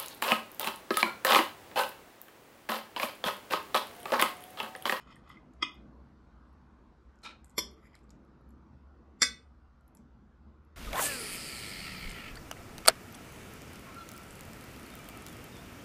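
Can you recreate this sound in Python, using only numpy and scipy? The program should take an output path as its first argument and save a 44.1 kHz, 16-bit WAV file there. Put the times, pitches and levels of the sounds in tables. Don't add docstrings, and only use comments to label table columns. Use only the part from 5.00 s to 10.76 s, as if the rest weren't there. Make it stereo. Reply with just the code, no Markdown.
import sys
import numpy as np
from scipy import signal
from scipy.fft import rfft, irfft, next_fast_len
from scipy.io import wavfile
from scipy.ndimage import uniform_filter1d, minimum_filter1d

SR = 44100
rng = np.random.default_rng(int(sys.argv[2]) if len(sys.argv) > 2 else 0)


def wav_record(signal):
    frames = np.transpose(np.atleast_2d(signal))
    bounded = np.clip(frames, -1, 1)
    quanta = np.round(bounded * 32767).astype(np.int16)
    wavfile.write(sys.argv[1], SR, quanta)


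def field_ratio(decibels):
    return 10 ** (np.asarray(decibels, dtype=float) / 20)


N = 254008

KNIFE_HZ = [318, 587, 999, 1155, 1260, 1985, 2078, 2398, 2479, 2960, 3292, 3408, 3596, 4541, 4632, 4923,
            5181, 5292, 5696, 6105, 6239, 6498, 8390, 8662, 2549, 2828, 3159, 3258, 3358, 3525, 4233, 4873,
            5146, 5239, 5352, 5576, 7087, 7823]
FORK_HZ = [205, 322, 385, 452, 587, 996, 1157, 1529, 1776, 2078, 2261, 3219, 3359, 3474, 4368, 4939, 5211,
           5628, 5771, 6807, 7418, 7827, 9259, 9580, 9876, 10516, 11012, 11332, 11544, 11768, 2924, 3062,
           3284, 4771, 5362, 5542, 6407, 6512, 6955, 7215, 7284, 7651, 9103]
RIM_HZ = [248, 460, 587, 1155, 1300, 1527, 1615, 1986, 2078, 2213, 2549, 3467, 3610, 4363, 4802, 4931, 5206,
          5560, 5603, 5655, 6099, 6199, 7407, 7490, 7650, 8659, 8780, 10026, 11009, 11930, 3408, 3529, 3565,
          3772, 4044, 4194, 4465, 4665, 5257, 5344, 5508, 6591, 7211, 8391, 10166, 2929, 6800]
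# level in dB, t60 in seconds.
KNIFE_RINGS = [(-50, 0.4), (-62.5, .16), (-51.5, 0.46), (-44, 0.24), (-41, 0.14), (-40.5, 0.088),
               (-43, 0.35), (-47.5, 0.19), (-44.5, 0.21), (-44.5, 0.17), (-39, 0.11), (-46, 0.32),
               (-47.5, 0.38), (-58, 0.2), (-61, 0.13), (-52, 0.176), (-51, 0.21), (-51.5, 0.19),
               (-63, 0.18), (-67.5, .18), (-66, 0.17), (-55, 0.12), (-67, 0.189), (-72, 0.08), (-47, .2),
               (-56.5, .2), (-52.5, .2), (-46.5, 0.3), (-43.5, .3), (-55.5, 0.13), (-61, .2), (-51.5, .2),
               (-58, .2), (-54, 0.17), (-57.5, .2), (-60, .2), (-72, .17), (-71.5, 0.19)]
FORK_RINGS = [(-55.5, 0.23), (-44.5, 0.79), (-52, 0.22), (-48.5, 0.24), (-49.5, 0.23), (-48.5, 0.28),
              (-39.5, 0.13), (-48.5, 0.12), (-52, .33), (-64, .32), (-62.5, .25), (-41.5, .12), (-38, .2),
              (-38, 0.23), (-42.5, 0.26), (-48, 0.46), (-40.5, 0.32), (-38, 0.28), (-40.5, 0.21),
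              (-50, 0.062), (-42, 0.11), (-54, 0.25), (-45.5, .063), (-33.5, 0.043), (-56, 0.19),
              (-57, 0.21), (-49, 0.15), (-45.5, 0.14), (-44.5, .16), (-46.5, .17), (-59, .3), (-55, .3),
              (-48.5, .3), (-54.5, .3), (-55, .22), (-50, 0.25), (-55, .15), (-56.5, .2), (-57, .25),
              (-59.5, 0.18), (-53, .2), (-58.5, .22), (-54, 0.19)]
RIM_RINGS = [(-42, .16), (-41.5, .2), (-45, 0.16), (-34.5, 0.18), (-37, .25), (-39.5, 0.55), (-32, .15),
             (-27, .2), (-29.5, .2), (-24.5, 0.27), (-39, .41), (-25.5, .22), (-28, 0.18), (-28.5, .23),
             (-33.5, .15), (-22, .22), (-33.5, .16), (-29, 0.053), (-28.5, 0.15), (-25, .19), (-28.5, .19),
             (-34.5, .22), (-26, .2), (-33.5, 0.36), (-33.5, .16), (-39, 0.46), (-27, .23), (-37, .12),
             (-34, 0.21), (-50, 0.35), (-35, .25), (-32, .25), (-30, .25), (-39, .25), (-39, .35),
             (-40.5, .3), (-41.5, .3), (-45, .3), (-40, .28), (-43, .28), (-38, .25), (-37, .25),
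             (-42.5, .22), (-44.5, .3), (-44.5, .25), (-51.5, .5), (-46.5, 0.25)]
# frequency in Hz, density in dB per Hz.
CRACKS = [
    [(120, -35), (200, -19), (704, -29), (1200, -4.5), (1670, -38), (2050, -3.5), (2750, -33.5), (3260, 7),
     (4150, -29.5), (5290, -15.5), (7330, -31), (10500, -35.5), (12300, -61), (16000, -100), (22000, -120)],
    [(120, -40.5), (200, 1.5), (1180, -14), (1610, -19.5), (2160, 8), (2790, -19), (3380, 4), (4010, -25.5),
     (4300, -0.5), (5660, -8), (7590, -9.5), (8420, -27), (12300, -3.5), (16000, -43), (22000, -120)],
    [(120, -48.5), (200, -16), (851, -21), (2120, -1.5), (2990, -21), (3500, -2), (3940, -19.5),
     (4850, -3.5), (6500, -17.5), (7460, -1.5), (8130, -19.5), (11300, -24), (12300, -38), (16000, -65.5),
     (22000, -120)],
]
# start in seconds, early ring in dB, early t60 in seconds, crack in dB.
KNOCKS = [
    (0.6236, 17.5, 0.028, -23.5),
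    (2.579, 13, 0.041, -22.5),
    (4.217, -4.5, 0.062, -13),
]
# delay in seconds, level in dB.
BOUNCES = [
    (.004, 0.5),
    (.008, -4),
    (.0095, -1),
]
# time in seconds, pressure in dB, brightness in dB.
STROKES = [
    [(0.0, -43, -13), (0.045, -82, -22), (0.075, -59, -30), (0.114, -54.5, -27.5), (0.188, -72.5, -9),
     (0.222, -78.5, -29), (0.262, -66.5, -31), (0.298, -51.5, -19), (0.46, -89.5, -42)],
    [(2.7, -79.5, 6.5), (2.754, -83, -9.5), (2.862, -62.5, -18), (2.906, -78.5, -14), (2.946, -62, -30.5),
     (3.04, -102, 1)],
]
# frequency in Hz, width in Hz, level in dB.
PLATE = [(1190, 58, 6), (2008, 20, 4), (2515, 20, -2.5), (3150, 100, -2.5), (3438, 49, -8.5),
         (4617, 53, -15), (5200, 46, -11.5), (6760, 110, -13.5), (8300, 97, -21.5), (11300, 190, -27)]
SAUCE = [(2062, 110, -5), (3080, 120, -14.5), (4930, 27, -15.5), (7160, 74, -14.5), (8700, 94, -37),
         (9800, 88, -32), (9900, 24, -23), (11250, 67, -10)]
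# time in seconds, level in dB, brightness in dB.
SKID = [(2.224, -76, -5), (2.236, -52, -5.5), (2.246, -46, -11.5), (2.264, -41.5, -22), (2.285, -47.5, -22),
        (2.31, -52, -24), (2.345, -65, -30), (2.42, -91, -38)]
# frequency in Hz, width in Hz, level in dB.
TINES = [(1341, 27, 1.5), (2412, 95, -2), (3020, 36, -8), (3760, 61, -3), (4114, 90, -2.5),
         (5430, 52, -12.5), (6140, 23, -24), (7250, 39, -22.5), (8400, 130, -16), (10950, 110, -33)]
# frequency in Hz, density in dB per Hz.
FRICTION_HISS = [(120, -25), (200, -5.5), (732, -11.5), (886, -3.5), (966, -6), (1360, -5), (1900, -9),
                 (2330, -5.5), (3990, -9), (12500, -34), (16200, -68), (22000, -120)]
# start in seconds, peak in dB, strongest ring in Hz.
NUDGES = [(0.001, -40, 3030), (0.0664, -56, 1290), (0.0877, -62, 2130), (0.1201, -45.5, 1190),
          (0.1181, -41, 2050), (0.164, -45, 1860), (0.2615, -55, 1199), (0.273, -55, 2000),
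          (0.3013, -33, 1216), (0.3004, -54.5, 3070), (0.33, -51, 1256), (0.355, -53, 1290),
          (0.3694, -43, 2075), (2.83, -54.5, 1210), (2.859, -67, 2111), (2.939, -54, 2040)]
# start in seconds, peak in dB, pitch in Hz, top band in dB.
TICKS = [(0.158, -49, 9300, -80), (0.293, -65, 6900, -67.5), (0.536, -58, 6700, -93),
         (0.7197, -74, 5660, -80), (0.743, -75, 7600, -75), (0.755, -65, 7800, -88),
         (1.53, -95, 5430, -87.5), (2.1564, -66, 6520, -102), (2.189, -58, 6200, -99),
         (2.2193, -62, 6650, -98), (2.445, -43.5, 8200, -70), (2.458, -52, 8310, -78),
         (2.466, -74, 7500, -76), (2.4804, -64, 8300, -89), (2.4962, -50.5, 8000, -82),
         (2.5046, -52, 6860, -90), (2.5124, -62, 8210, -84), (3.033, -66, 7000, -100),
         (3.0407, -66, 7300, -100), (3.105, -44.5, 5950, -79), (3.249, -71.5, 5640, -88),
         (3.41, -83.5, 6170, -83), (3.4906, -72.5, 7740, -75.5), (3.506, -63, 6950, -77),
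         (4.8094, -69, 8020, -85), (4.8792, -64, 7740, -68), (4.95, -53, 8700, -60.5),
         (4.9709, -48, 6530, -86), (5.6494, -72.5, 5690, -84)]
# start in seconds, peak in dB, pitch in Hz, top band in dB.
SMACKS = [(2.9529, -60.5, 7650, -99), (2.954, -75, 5050, -99), (2.99, -83, 8430, -86),
          (3.094, -78, 8060, -86), (3.1085, -70, 5200, -94)]
# frequency in Hz, t60 in seconds.
ROOM = [(250, 0.73), (1000, 0.3), (3000, 0.28), (6000, 0.24), (12000, 0.14)]
# frequency in Hz, lead in radians.
PORT_LEAD = [(300, 0.1), (1150, 0.6), (2070, 1.6), (3460, 3.9), (4920, 5.9), (6100, 9.4), (7400, 12.5),
             (11900, 18.8)]
# time in seconds, level in dB, hum frequency in Hz.
RUMBLE = [(0.0, -70, 63), (1.0, -58, 63), (2.0, -67, 64), (2.75, -62, 68), (3.3, -64, 62),
          (3.75, -56.5, 69.5), (4.8, -64, 70.5), (5.76, -59.5, 72)]
# frequency in Hz, level in dB.
AIR = [(56, -40), (95, -12), (101, -23), (129, -2.5), (167, -7), (201, -1.5), (283, -8), (327, -9.5),
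       (677, -17), (1450, -16.5), (1650, -22), (3150, -35), (5500, -38.5), (12000, -58), (15600, -89),
       (22000, -120)]
# frequency in Hz, width in Hz, level in dB.
BOOMS = [(140, 14, 6), (205, 12, 7), (240, 14, 6), (322, 12, 6), (1100, 500, 3), (11200, 1000, 9),
         (9600, 900, -8)]
# frequency in Hz, correlation from 0 to 1.
SAME = [(60, 0.98), (150, 0.85), (360, 0.6), (870, 0.15), (2120, 0.3), (5170, 0.17), (12600, 0.1)]

LEAD = 0.03


def evened(x):
    return x / np.sqrt(np.mean(x ** 2) + 1e-20)


def read(points, hz):
    f, value = np.transpose(points)
    return np.interp(np.log(hz + 1), np.log(f + 1), value)


def curves(rows):
    s, *columns = np.transpose(rows)
    span = slice(round(s[0] * SR), min(round(s[-1] * SR), N))
    times = np.arange(N)[span] / SR
    return span, [np.interp(times, s, c) for c in columns]


def add(mix, s, sound):
    part = mix[:, max(round(s * SR), 0):][:, :sound.shape[-1]]
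    part += sound[..., :part.shape[1]]


def resonate(x, hz, width):
    turn = np.exp(2j * np.pi * np.cumsum(hz * np.ones(x.shape[-1])) / SR)
    r = np.exp(-np.pi * width / SR)
    return 2 * (turn * signal.lfilter([1 - r], [1, -r], x / turn + 1e-18)).real


def coloured(x, points):
    size = x.shape[-1]
    gain = field_ratio(read(points, np.fft.rfftfreq(size, 1 / SR)))
    return evened(irfft(rfft(x) * gain, size))


def pair(size, same):
    a, b = rng.standard_normal((size, 2)).T
    same = np.clip(same, -1, 1)
    return np.array([a, same * a + np.sqrt(1 - same ** 2) * b])


def knock(pitches, modes, crack, bounce, early_db, early_t60, crack_db):
    rise_s, crack_t60, touch_db = 0.0026, 0.034, -26
    damping = 0.6
    twin_db, twin_spread = -13, 0.016
    pan_db, lead_rad = 5, 0.5
    t = np.arange(SR // 2) / SR - LEAD
    after, again = np.maximum(t, 0), np.maximum(t - bounce[0], 0)
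    rebound = field_ratio(bounce[1]) * np.clip(again / rise_s, 0, 1) ** 2
    burst = field_ratio(-60 * after / crack_t60) + rebound * field_ratio(-60 * again / crack_t60)
    snap = field_ratio(crack_db) * burst * coloured(pair(len(t), 0.28), crack)
    early = field_ratio(early_db) * (field_ratio(-60 * after / early_t60) + rebound * field_ratio(-60 * again / early_t60))
    chance = rng.uniform(-1, 1, (60, 4, 4))
    side = np.array([[.5], [-.5]])
    out = 0
    for hz, (db, t60), (own, *twins) in zip(pitches, modes, chance):
        fade = field_ratio(db - 60 * after / (damping * t60)) * (1 + early)
        lead = lead_rad * own[1]
        ring = np.sin(2 * np.pi * hz * t + np.pi * own[0] + side * lead)
        for offset, size, phase, turn in twins:
            cycles = hz * (1 + twin_spread * offset) * t + phase / 2
            twin = np.sin(2 * np.pi * cycles + side * (lead + turn))
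            ring += field_ratio(twin_db + 4.3 * size - 12 * after / t60) * twin
        out = out + fade * field_ratio(side * pan_db * own[2]) * ring
    onset = np.clip(t / rise_s, 0, 1) ** 2
    touch = field_ratio(touch_db + 1600 * np.minimum(t, 0))
    return np.array([out, snap]) * (onset + touch)


def scrape(rows, modes, hiss_db, grit_db, per_s, blur, wander_db, smear):
    span, (db, bright_db) = curves(rows)
    luck, size = rng.random(N)[span], rng.exponential(1, N)[span]
    noise = pair(N, 0.13)[:, span]
    slips = field_ratio(grit_db * np.minimum(size, 3)) * (luck < per_s / SR)
    grit = noise * (0.91 + evened(signal.lfilter([1], [1, -.99], slips)))
    t, rings = np.arange(len(db)) / SR, 0
    for (f, w, d), (pace, phase) in zip(modes, rng.random((len(modes), 2))):
        share = field_ratio(d + wander_db * np.sin(2 * np.pi * ((4 + 9 * pace) * t + phase)))
        width = blur * w + smear * f
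        rings = rings + share * evened(resonate(resonate(grit, f, width), f, 2 * width))
    body = evened(rings) + field_ratio(hiss_db) * coloured(grit, FRICTION_HISS)
    top = signal.sosfiltfilt(signal.butter(2, 6200 / SR * 2, "high", output="sos"), body)
    sound = field_ratio(db) * (evened(body - top) + field_ratio(bright_db) * evened(top))
    return span.start / SR, sound * signal.windows.tukey(len(db), .08)


def nudge(db, hz):
    t = np.arange(SR // 10) / SR
    out = np.zeros((2, len(t)))
    for f, _, mode_db in [(hz, 0, 8.)] + PLATE:
        near_db = 1.8 * mode_db - 7 * abs(np.log2(f / hz))
        phase = rng.uniform(0, 2 * np.pi) + rng.normal(0, 0.36, (2, 1))
        out += field_ratio(near_db - 60 * t / 0.031) * np.sin(2 * np.pi * f * t + phase)
    return field_ratio(db) * out / abs(out).max() * np.minimum(t / .0016, 1)


def tick(db, hz, top_db, body_db):
    t = np.arange(SR // 100) / SR
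    snap = pair(len(t), 0.94) * np.exp(-t / 0.0013) * np.minimum(t / 0.000067, 1)
    low_db = max(db, top_db + 12.5) + body_db
    out = 0
    for d, f, w in [(db, hz, 2600.), (top_db + 12.0, 11300, 1500.), (low_db, 3400, 5000.)]:
        ring = resonate(resonate(snap, f, w), f, w)
        out = out + field_ratio(d) * ring / abs(ring).max()
    return out


def room(x):
    taps = np.zeros((2, SR // 2))
    slots = np.arange(150, SR // 2 - 20, 20)
    at = slots + rng.integers(0, 20, (2, len(slots)))
    np.put_along_axis(taps, at, rng.choice([-1., 1.], at.shape), 1)
    hz, t, z = signal.stft(taps, SR, nperseg=256)
    decay = field_ratio(-60 * t / read(ROOM, hz)[:, None])
    tail = signal.istft(z * decay, SR, nperseg=256)[1]
    return signal.fftconvolve(x, tail / np.linalg.norm(tail[0]), axes=1)[:, :N]


def ports(x):
    size = next_fast_len(N)
    lead = read(PORT_LEAD, np.fft.rfftfreq(size, 1 / SR))
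    x = irfft(rfft(x, size) * np.exp(1j * lead * np.array([[.5], [-.5]])), size)[:, :N]
    mid, side = x.mean(0), (x[0] - x[1]) / 2
    side = signal.sosfiltfilt(signal.butter(1, 350 / SR * 2, "high", output="sos"), side)
    return np.array([mid + side, mid - side])


def rumble():
    boom_hz, boom_width, boom_db = 58.0, 15, -63.5
    span, (db, hz) = curves(RUMBLE)
    noise, draught = pair(N, 1.0)[:, span], pair(N, 0.94)[:, span]
    hum = resonate(resonate(noise, hz, 6.0), hz, 12.0)
    hum /= np.sqrt(uniform_filter1d(hum[0] ** 2, size=14000))
    boom = evened(resonate(resonate(draught, boom_hz, boom_width), boom_hz, 2 * boom_width))
    skirt = evened(resonate(resonate(noise, 43.0, 49.0), 43.0, 49.0))
    return span.start / SR, field_ratio(db) * hum + field_ratio(boom_db) * boom + field_ratio(-74.0) * skirt


def air():
    air_db, sway_db, fade_db = -61, -3.5, -2
    lag_s, shade_db = .00025, -3
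    hop = 512
    frames, hz = N // hop + 6, np.fft.rfftfreq(4 * hop, 1 / SR)
    a, b, c, d, patches = rng.standard_normal((frames, len(hz), 5)).T
    patches = evened(uniform_filter1d(uniform_filter1d(patches, size=12, axis=0), size=8, axis=1))
    low_db = sway_db * evened(uniform_filter1d(rng.standard_normal(frames), size=30))
    middle_db = fade_db * (np.arange(frames) / frames - .5)
    shape_db = read(AIR, hz) + sum(db / (1 + (2 * (hz - f) / w) ** 2) for f, w, db in BOOMS)
    low = 1 / (1 + (hz[:, None] / 450) ** 2)
    same, left = np.clip(read(SAME, hz), -1, 1)[:, None], a + 1j * b
    z = np.array([left, same * left + np.sqrt(1 - same ** 2) * (c + 1j * d)])
    shade = field_ratio(shade_db / (1 + (3500 / (hz + 1)) ** 2))
    z[0] *= (np.exp(-2j * np.pi * hz * lag_s) * shade)[:, None]
    z *= field_ratio(shape_db[:, None] + 2.1 * patches + low * low_db + (2.5 - low) * middle_db)
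    hiss = signal.istft(z, nperseg=4 * hop, noverlap=3 * hop)[1][:, :N]
    return field_ratio(air_db + 1.5) * evened(hiss)


def scene():
    steel, cracks, small, floor = np.zeros((4, 2, N))
    bodies = (KNIFE_HZ, KNIFE_RINGS), (FORK_HZ, FORK_RINGS), (RIM_HZ, RIM_RINGS)
    for (s, *blow), body, crack, bounce in zip(KNOCKS, bodies, CRACKS, BOUNCES):
        ring, snap = knock(*body, crack, bounce, *blow)
        add(steel, s - LEAD, ring)
        add(cracks, s - LEAD, snap)
    add(steel, *scrape(STROKES[0], PLATE, hiss_db=-6., grit_db=3., per_s=500., blur=2.5,
                       wander_db=4., smear=.045))
    add(steel, *scrape(STROKES[1], SAUCE, hiss_db=-14, grit_db=3., per_s=400., blur=3.,
                       wander_db=4., smear=.06))
    add(steel, *scrape(SKID, TINES, hiss_db=3., grit_db=2.2, per_s=900., blur=1.8,
                       wander_db=5., smear=.014))
    for s, *row in NUDGES:
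        add(small, s, nudge(*row))
    for s, *row in TICKS:
        add(small, s, tick(*row, body_db=-11))
    for s, *row in SMACKS:
        add(small, s, tick(*row, body_db=19))
    add(floor, *rumble())
    echo = room(field_ratio(-8.5) * (steel + field_ratio(-9) * cracks) + field_ratio(-9.5) * small)
    return ports(steel + cracks + small + echo) + floor + air()


def thinned(x):
    valley_db, line_db, drop_db = 8.5, 19, -25
    hz, _, z = signal.stft(x, SR, nperseg=1024, noverlap=768)
    energy = (abs(z) ** 2).sum(0)
    power = uniform_filter1d(uniform_filter1d(energy, size=7, axis=0), size=5, axis=1)
    db = 10 * np.log10(abs(power) + 1e-20)
    top = -minimum_filter1d(-db, size=13, axis=0)
    under = np.minimum(np.roll(top, 9, 0), np.roll(top, -9, 0)) - db - valley_db
    fine_db = 10 * np.log10(abs(uniform_filter1d(energy, size=3, axis=1)) + 1e-20)
    under = np.maximum(under, top - fine_db - line_db)
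    gain = field_ratio(drop_db * np.clip(under / 2, 0, 1) * (hz[:, None] > 3300))
    return signal.istft(z * gain, SR, nperseg=1024, noverlap=768)[1][:, :N]


def low_pass(x):
    return signal.sosfilt(signal.butter(12, 13210, fs=SR, output="sos"), x)


def record(dry):
    edge = signal.firwin(511, 12050, window=("kaiser", 8), fs=SR)
    mix = signal.oaconvolve(thinned(dry), edge[None], "same")
    return low_pass(mix)


dry = scene()
out = record(dry)
wav_record(out)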